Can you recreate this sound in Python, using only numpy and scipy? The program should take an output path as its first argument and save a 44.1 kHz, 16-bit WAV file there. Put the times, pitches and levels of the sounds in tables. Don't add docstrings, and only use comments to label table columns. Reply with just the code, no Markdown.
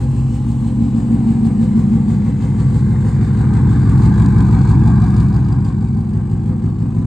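import sys
import numpy as np
from scipy import signal
from scipy.fft import rfft, irfft, next_fast_len
from scipy.io import wavfile
from scipy.ndimage import uniform_filter1d, minimum_filter1d, map_coordinates

SR = 44100
rng = np.random.default_rng(int(sys.argv[2]) if len(sys.argv) > 2 else 0)


def int16_out(signal):
    q = np.round(np.clip(np.atleast_2d(signal).T, -1, 1) * 32767)
    wavfile.write(sys.argv[1], SR, q.astype(np.int16))


N = 311346
LEAD = SR
T = np.arange(-LEAD, N) / SR
TOP_HZ = 15700


def amp(db):
    return 10 ** (np.asarray(db) / 20)


def unit(x):
    return x / np.sqrt(np.mean(x ** 2) + 1e-20)


def along(points, hz):
    f, v = np.transpose(points)
    return np.interp(np.log(hz + 1), np.log(f), v)


def curves(rows):
    s, *columns = np.transpose(rows)
    return [np.interp(T, s, column) for column in columns]


def filtered(x, response):
    m = next_fast_len(len(T) + SR)
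    return irfft(rfft(x, m) * response(np.fft.rfftfreq(m, 1 / SR)), m)[..., :len(T)]


def below(hz, edge_hz):
    return 1 / (1 + (hz / edge_hz) ** 20)


# (frequency [Hz], left-right correlation [0 to 1])
CHANNEL_CORRELATION = [(200, 0.86), (450, 0.87), (700, 0.41), (1200, 0.67), (2500, 0.75), (5000, 0.58),
                       (8000, 0.42), (11000, 0.13)]


def spread(mid, side, colour):
    def mid_and_side_gains(hz):
        turn = np.arccos(np.clip(along(CHANNEL_CORRELATION, hz), -1, 1)) / 2
        return amp(along(colour, hz)) * [np.cos(turn), np.sin(turn)]

    m, s = filtered(np.array([mid, side]), mid_and_side_gains)
    return unit(np.array([m + s, m - s]))


def impulses(times, sizes):
    at = np.clip(np.round(times * SR).astype(int) + LEAD, 0, len(T))
    return np.bincount(at, sizes, len(T) + 1)[:-1]


def smeared(x, kernel):
    return signal.fftconvolve(x, kernel)[:len(T)]


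def swell(rise):
    u = np.arange(SR // 4) / SR / rise
    return u * np.exp(1 - u)


def fading(t60):
    decay = amp(-60 * np.arange(SR // 2) / SR / t60)
    return decay / np.linalg.norm(decay)


def ring(puffs, modes, top_hz):
    m = next_fast_len(len(T) + SR)
    f = np.fft.rfftfreq(m, 1 / SR)
    f = f[f < top_hz]
    spectrum = rfft(puffs, m)[:len(f)]
    rings = []
    for centre, width, db, *_ in modes:
        response = amp(db) * 1j * f * width / (centre * centre - f * f + 1j * f * width)
        rings.append(irfft(spectrum * response, m)[:len(T)])
    return rings


def wobble(rate):
    knots = (T - T[0]) * rate
    return map_coordinates(rng.standard_normal(int(knots[-1]) + 4), [knots])


# (time [s], crank speed [rpm])
IDLE_SPEED = [(0.0, 751.2), (0.41, 751.8), (0.83, 747.5), (1.24, 742.8), (1.66, 737.5), (2.07, 737.8),
              (2.49, 746.8), (2.9, 746.1), (3.32, 743.1), (3.73, 743.7), (4.15, 731.9), (4.56, 731.6),
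              (4.98, 735.1), (5.39, 748.5), (5.81, 741.9), (6.22, 734.7), (6.64, 737.6), (7.05, 736.9)]


def engine_cycles():
    waver_cycles, waver_per_s = .002, 7
    rpm, = curves(IDLE_SPEED)
    cycles = np.cumsum(rpm / 120) / SR
    return cycles - cycles[LEAD] + waver_cycles * wobble(waver_per_s)


def firings(cycles, pattern, scatter_db, jitter, cycle_db):
    late, db = np.transpose(pattern)
    whole = np.arange(np.ceil(cycles[0]) + 1, cycles[-1] + 1)[:, None]
    at = whole + (np.arange(len(late)) + late) / len(late)
    times = np.interp(at, cycles, T, right=T[-1] + 1) + jitter * rng.standard_normal(at.shape)
    burn_db = scatter_db * rng.standard_normal(at.shape)
    shared_db = cycle_db * rng.standard_normal(whole.shape)
    sizes = amp(db + burn_db + shared_db)
    return np.array([impulses(s, size) for s, size in zip(times.T, sizes.T)])


BANK_CYLINDERS = [(0, 2, 5, 7), (1, 3, 4, 6)]


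def by_bank(puffs):
    return [puffs[list(bank)].sum(axis=0) for bank in BANK_CYLINDERS]


# (time [s], distance to the exhaust tips [m])
TIP_DISTANCE = [(0, 3.03), (2, 2.04), (3, 1.58), (3.5, 1.22), (4, 0.76), (4.6, 0.71), (5.2, 0.88), (6, 1.8),
                (7.06, 1.93)]


def distance_to_tips():
    return curves(TIP_DISTANCE)[0]


def outside():
    leave_s, takes_s = 5.35, 0.18
    return .5 + .5 * np.tanh((T - leave_s) / (2 * takes_s))


CARRYING = {"rasp": (-36, 8.45, -42), "spit": (-57, 14, -50.5)}


def carried(layer):
    leave_loss_db = 6
    direct_db, loss_db, carport_db = CARRYING[layer]
    direct = amp(direct_db - loss_db * np.log2(distance_to_tips()))
    return np.hypot(direct, amp(carport_db - leave_loss_db * outside()))


def crest(s, half_length, db):
    return amp(db) * np.exp(-.5 * ((T - s) / half_length) ** 2)


def approached(pair, far_colour, near_colour):
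    near = 1 / (1 + (distance_to_tips() / 1.7) ** 4)
    return (1 - near) * spread(*pair, far_colour) + near * spread(*pair, near_colour)


def streaked(pair, depth_db, size):
    z = signal.stft(pair, nperseg=2048)[2]
    patch = np.outer(np.hanning(size), np.hanning(15))
    field = signal.fftconvolve(rng.standard_normal(z.shape[1:]), patch, "same")
    out = signal.istft(z * amp(depth_db * unit(field)), nperseg=2048)[1][:, :len(T)]
    return unit(out)


def curled(x, cycles, depth):
    gap_hz, curls_per_cycle = 130, 3
    later = filtered(x, lambda hz: np.exp(-2j * np.pi * hz / gap_hz))
    analytic = signal.hilbert(later, next_fast_len(len(T)))[:len(T)]
    turning = analytic * np.exp(2j * np.pi * curls_per_cycle * cycles)
    return (x + depth * turning.real) / np.hypot(1, depth)


# (frequency [Hz], width [Hz], relative level [dB], time of a crest [s], time from crest to crest [s])
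CARPORT_MODES = [(65.3, 3.7, -30.4, -1.42, 6.26), (95.1, 12.2, -23.7, 4.28, 7.14),
                 (111.6, 5.6, -44.3, 5.38, 2.01), (113.2, 3.0, -42.1, 4.28, 7.08),
                 (123.9, 18.0, -21.8, 0.96, 3.27), (124.6, 66.7, -32.1, 4.25, 2.67),
                 (130.6, 3.6, -11.6, 4.14, 4.72), (149.3, 3.7, -36.4, 5.5, 2.99),
                 (170.5, 7.8, -31.4, 1.59, 2.82), (200.6, 5.2, -18.1, 3.42, 2.79),
                 (201.1, 6.4, -18.3, 6.44, 3.04), (228.0, 3.0, -24.1, 1.52, 2.73),
                 (229.1, 3.1, -30.7, 3.53, 1.13), (230.8, 3.3, -27.6, 1.26, 7.14),
                 (268.1, 3.0, -29.9, 1.75, 2.81), (280.3, 3.1, -32.8, 1.53, 2.94),
                 (302.2, 26.2, -48.1, 2.26, 2.22), (345.6, 8.1, -41.1, 4.36, 7.14)]


def carport_drone(puffs):
    drone = 0
    for rung, (*_, crest_s, spacing_s) in zip(ring(puffs, CARPORT_MODES, top_hz=900), CARPORT_MODES):
        drone = drone + rung * np.cos(np.pi * (T - crest_s) / spacing_s)
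    return amp(60.5) * drone


# (lateness [firing intervals], relative strength [dB])
SPIT_PATTERN = [(.1, 4.5), (0.096, 6.5), (0.46, 1.5), (.08, 2), (0.3, 2.5), (0.2, 3), (.08, 2), (0.27, 6)]
# (frequency [Hz], relative density [dB per Hz])
SPIT_NEAR_COLOUR = [(1500, -40), (2400, -3), (3200, -4), (3900, 1.5), (4750, -1), (5400, -8), (6200, -7.5),
                    (6900, -0.5), (7400, -2), (8000, 1.5), (9100, -7), (9900, -30), (15000, -17)]
# (frequency [Hz], relative density [dB per Hz])
SPIT_FAR_COLOUR = [(1500, -30.5), (2400, 1.5), (3000, 3), (3400, -3.5), (4000, 0), (4800, -3), (5600, -7),
                   (6400, -4), (7200, 0), (8000, 3), (9000, -2), (9800, -24.5), (15000, -15)]


def spitting(cycles):
    steady_hiss = .12
    distance = distance_to_tips()
    spits = firings(cycles, SPIT_PATTERN, scatter_db=1.5, jitter=.0005, cycle_db=.5).sum(axis=0)
    direct = np.abs(smeared(spits ** 2, swell(rise=0.004) ** 2))
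    roof = np.abs(smeared(direct, swell(rise=0.014) ** 2))
    wet = distance ** 2 / (distance ** 2 + 1.0 ** 2) * (1 - .5 * outside())
    power = (1 - wet) * direct / direct.mean() + wet * roof / roof.mean() + steady_hiss
    hiss = np.sqrt(power) * rng.standard_normal((2, len(T)))
    coloured = streaked(approached(hiss, SPIT_FAR_COLOUR, SPIT_NEAR_COLOUR), depth_db=3.0, size=7)
    tick = unit(ring(direct * rng.standard_normal(len(T)), [(4780, 140, 0)], TOP_HZ)[0])
    return carried("spit") * coloured + crest(5.25, .65, -62) * tick


# (time [s], half-length [s], level [dB])
SCUFFS = [(1.46, 0.013, -48.5), (1.643, 0.02, -49), (2.602, 0.012, -48), (2.78, 0.03, -51.5),
          (4.038, 0.028, -46.5), (4.698, 0.021, -47.5), (5.681, 0.024, -51.5)]


def scuffs():
    outline = sum(crest(*row) for row in SCUFFS)
    return outline * spread(*rng.standard_normal((2, len(T))), SPIT_NEAR_COLOUR)


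# (time [s], relative peak level [dB])
SHARP_SPITS = [(0.517, -36), (3.5367, -32), (3.5706, -33), (4.176, -33), (4.197, -32.5), (4.259, -28.5),
               (4.4047, -29), (4.547, -39.5), (4.652, -36), (4.6911, -32), (4.861, -36), (5.062, -36.5)]


def cracks():
    s, db = np.transpose(SHARP_SPITS)
    outline = smeared(impulses(s, amp(db - 9.5)), swell(rise=.0018))
    return outline * spread(*rng.standard_normal((2, len(T))), SPIT_NEAR_COLOUR)


# (lateness [firing intervals], relative strength [dB])
RASP_PATTERN = [(.05, 4.5), (-.15, 4.5), (-.1, 4.5), (-.3, 3), (-.1, 2), (-.1, 1.5), (-.1, 3), (.05, 3.5)]
# (frequency [Hz], relative density [dB per Hz])
RASP_NEAR_COLOUR = [(330, -34), (430, -13), (490, -2), (560, -32), (640, -14.5), (760, 0.5), (1000, 1.5),
                    (1200, -3), (1350, -13), (1580, -5), (2000, -23.5), (2300, -15), (2800, -36.5),
                    (5000, -66.5)]
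# (frequency [Hz], relative density [dB per Hz])
RASP_FAR_COLOUR = [(330, -37), (440, -5.5), (510, 7), (570, -8.5), (640, -7.5), (780, 5), (1000, -5),
                   (1150, -4), (1300, -12.5), (1600, -13.5), (2050, -15.5), (2700, -27.5), (5000, -64.5)]
# (frequency [Hz], relative density [dB per Hz])
HONK_COLOUR = [(380, -29), (470, 6.5), (530, 0.5), (610, -31), (1300, -30), (2100, -13.5), (2600, -40.5),
               (5000, -73.5)]
# (frequency [Hz], relative density [dB per Hz])
GRIT_COLOUR = [(1000, -34.5), (1400, 0.5), (1600, 1.5), (1850, -4.5), (2100, -5.5), (2500, -24),
               (4000, -46.5)]
RASP_CRESTS = {"bark": (1.38, 0.47, -41.5), "honk": (2.6, 0.99, -41.5), "grit": (3.63, 0.77, -46)}


def rasp(cycles):
    distance = distance_to_tips()
    banks = by_bank(firings(cycles, RASP_PATTERN, scatter_db=1, jitter=.00004, cycle_db=.3))
    gush = unit(np.sqrt(np.abs(smeared(sum(banks) ** 2, swell(rise=0.0063) ** 2))))
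    wet = .65 * distance / (distance + .55)

    def rattle():
        echoes = [smeared(puffs, fading(t60=0.68) * rng.standard_normal(SR // 2)) for puffs in banks]
        return unit(sum(echoes))

    def turbulence():
        return unit((0.13 + gush) * rng.standard_normal(len(T)))

    def voice():
        return np.sqrt(wet) * rattle() + np.sqrt(1 - wet) * turbulence()

    curl_depth = .7 / (1 + (distance / 1.4) ** 4)
    pair = [curled(voice(), cycles, curl_depth), voice()]
    coloured = streaked(approached(pair, RASP_FAR_COLOUR, RASP_NEAR_COLOUR), depth_db=2.5, size=4)
    body = np.hypot(carried("rasp"), crest(*RASP_CRESTS["bark"])) * coloured
    grit = crest(*RASP_CRESTS["grit"]) * spread(turbulence(), turbulence(), GRIT_COLOUR)
    honk = crest(*RASP_CRESTS["honk"]) * spread(voice(), voice(), HONK_COLOUR)
    return body + grit + honk


# (frequency [Hz], width [Hz], relative level at 1 m [dB], loss per doubling of distance [dB])
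PIPE_MODES = [(61.0, 15.2, -20.6, 6.4), (65.6, 28.7, -20.5, 5.5), (106.7, 29.3, -25.2, 5.3),
              (127.4, 3.0, -19.4, 5.8), (162.2, 8.5, -31.5, 4.2), (172.4, 3.0, -25.6, 10.5),
              (202.9, 3.0, -23.5, 2.0), (217.9, 3.0, -44.2, 2.0), (247.0, 3.0, -34.9, 2.0),
              (283.5, 66.7, -35.2, 6.7), (279.7, 28.1, -37.7, 2.0), (317.4, 8.2, -30.1, 9.8),
              (317.8, 4.2, -26.0, 9), (337.0, 23.0, -38.2, 3.8), (336.1, 54.7, -35.4, 5.5),
              (401.5, 3.0, -52.8, 2.0)]


def pipe_resonance(puffs):
    doublings = np.log2(distance_to_tips())
    note, sign = 0, -1
    for rung, (*_, loss_db) in zip(ring(puffs, PIPE_MODES, top_hz=900), PIPE_MODES):
        note = note + sign * rung * amp(-loss_db * doublings)
        sign = -sign
    return amp(60.5) * note


# (lateness [firing intervals], relative strength [dB])
PUFF_PATTERN = [(-0.586, 9.4), (-0.685, 10.3), (-0.323, 7.8), (-0.394, 4.2), (-0.655, 6.6), (-0.633, 7.3),
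                (-0.686, -2.2), (-0.467, 9.1)]
# (from [Hz], to [Hz], time [s], half-length [s], added part against the band [dB])
BAND_SWELLS = [(189, 228, 1.8, 0.12, -5.5), (257, 295, 4.2, 0.41, -11), (293, 450, 1.2, 0.25, -9.5),
               (215, 180, 2.5, 0.11, -12)]


def exhaust_note(cycles):
    puffs = firings(cycles, PUFF_PATTERN, scatter_db=1, jitter=.00016, cycle_db=.4).sum(axis=0)
    both = carport_drone(puffs) + pipe_resonance(puffs)
    mid = filtered(both, lambda hz: (1 - below(hz, 40)) * below(hz, 491))
    for low_hz, high_hz, *place in BAND_SWELLS:
        mid = mid + crest(*place) * filtered(mid, lambda hz: below(hz, high_hz) - below(hz, low_hz))
    flutter = np.sin(2 * np.pi * 5 * cycles)
    mid = mid + amp(-41.5) * flutter / distance_to_tips()
    side = filtered(mid, lambda hz: .025 + 1j * hz * .00088)
    return np.array([mid + side, mid - side])


def scene():
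    cycles = engine_cycles()
    engine = spitting(cycles) + rasp(cycles) + exhaust_note(cycles)
    return (engine + scuffs() + cracks())[:, LEAD:]


def record(dry):
    ceiling = .93
    needed = np.minimum(1, ceiling / (np.abs(dry).max(axis=0) + 1e-9))
    gain = uniform_filter1d(minimum_filter1d(needed, size=700), size=600)
    fade_in = np.minimum(1, np.arange(N) / SR / .006)
    limited = dry * gain * fade_in * fade_in[::-1]
    m = next_fast_len(N + SR)
    return irfft(rfft(limited, m) * (np.fft.rfftfreq(m, 1 / SR) < TOP_HZ), m)[:, :N]


dry = scene()
out = record(dry)
int16_out(out)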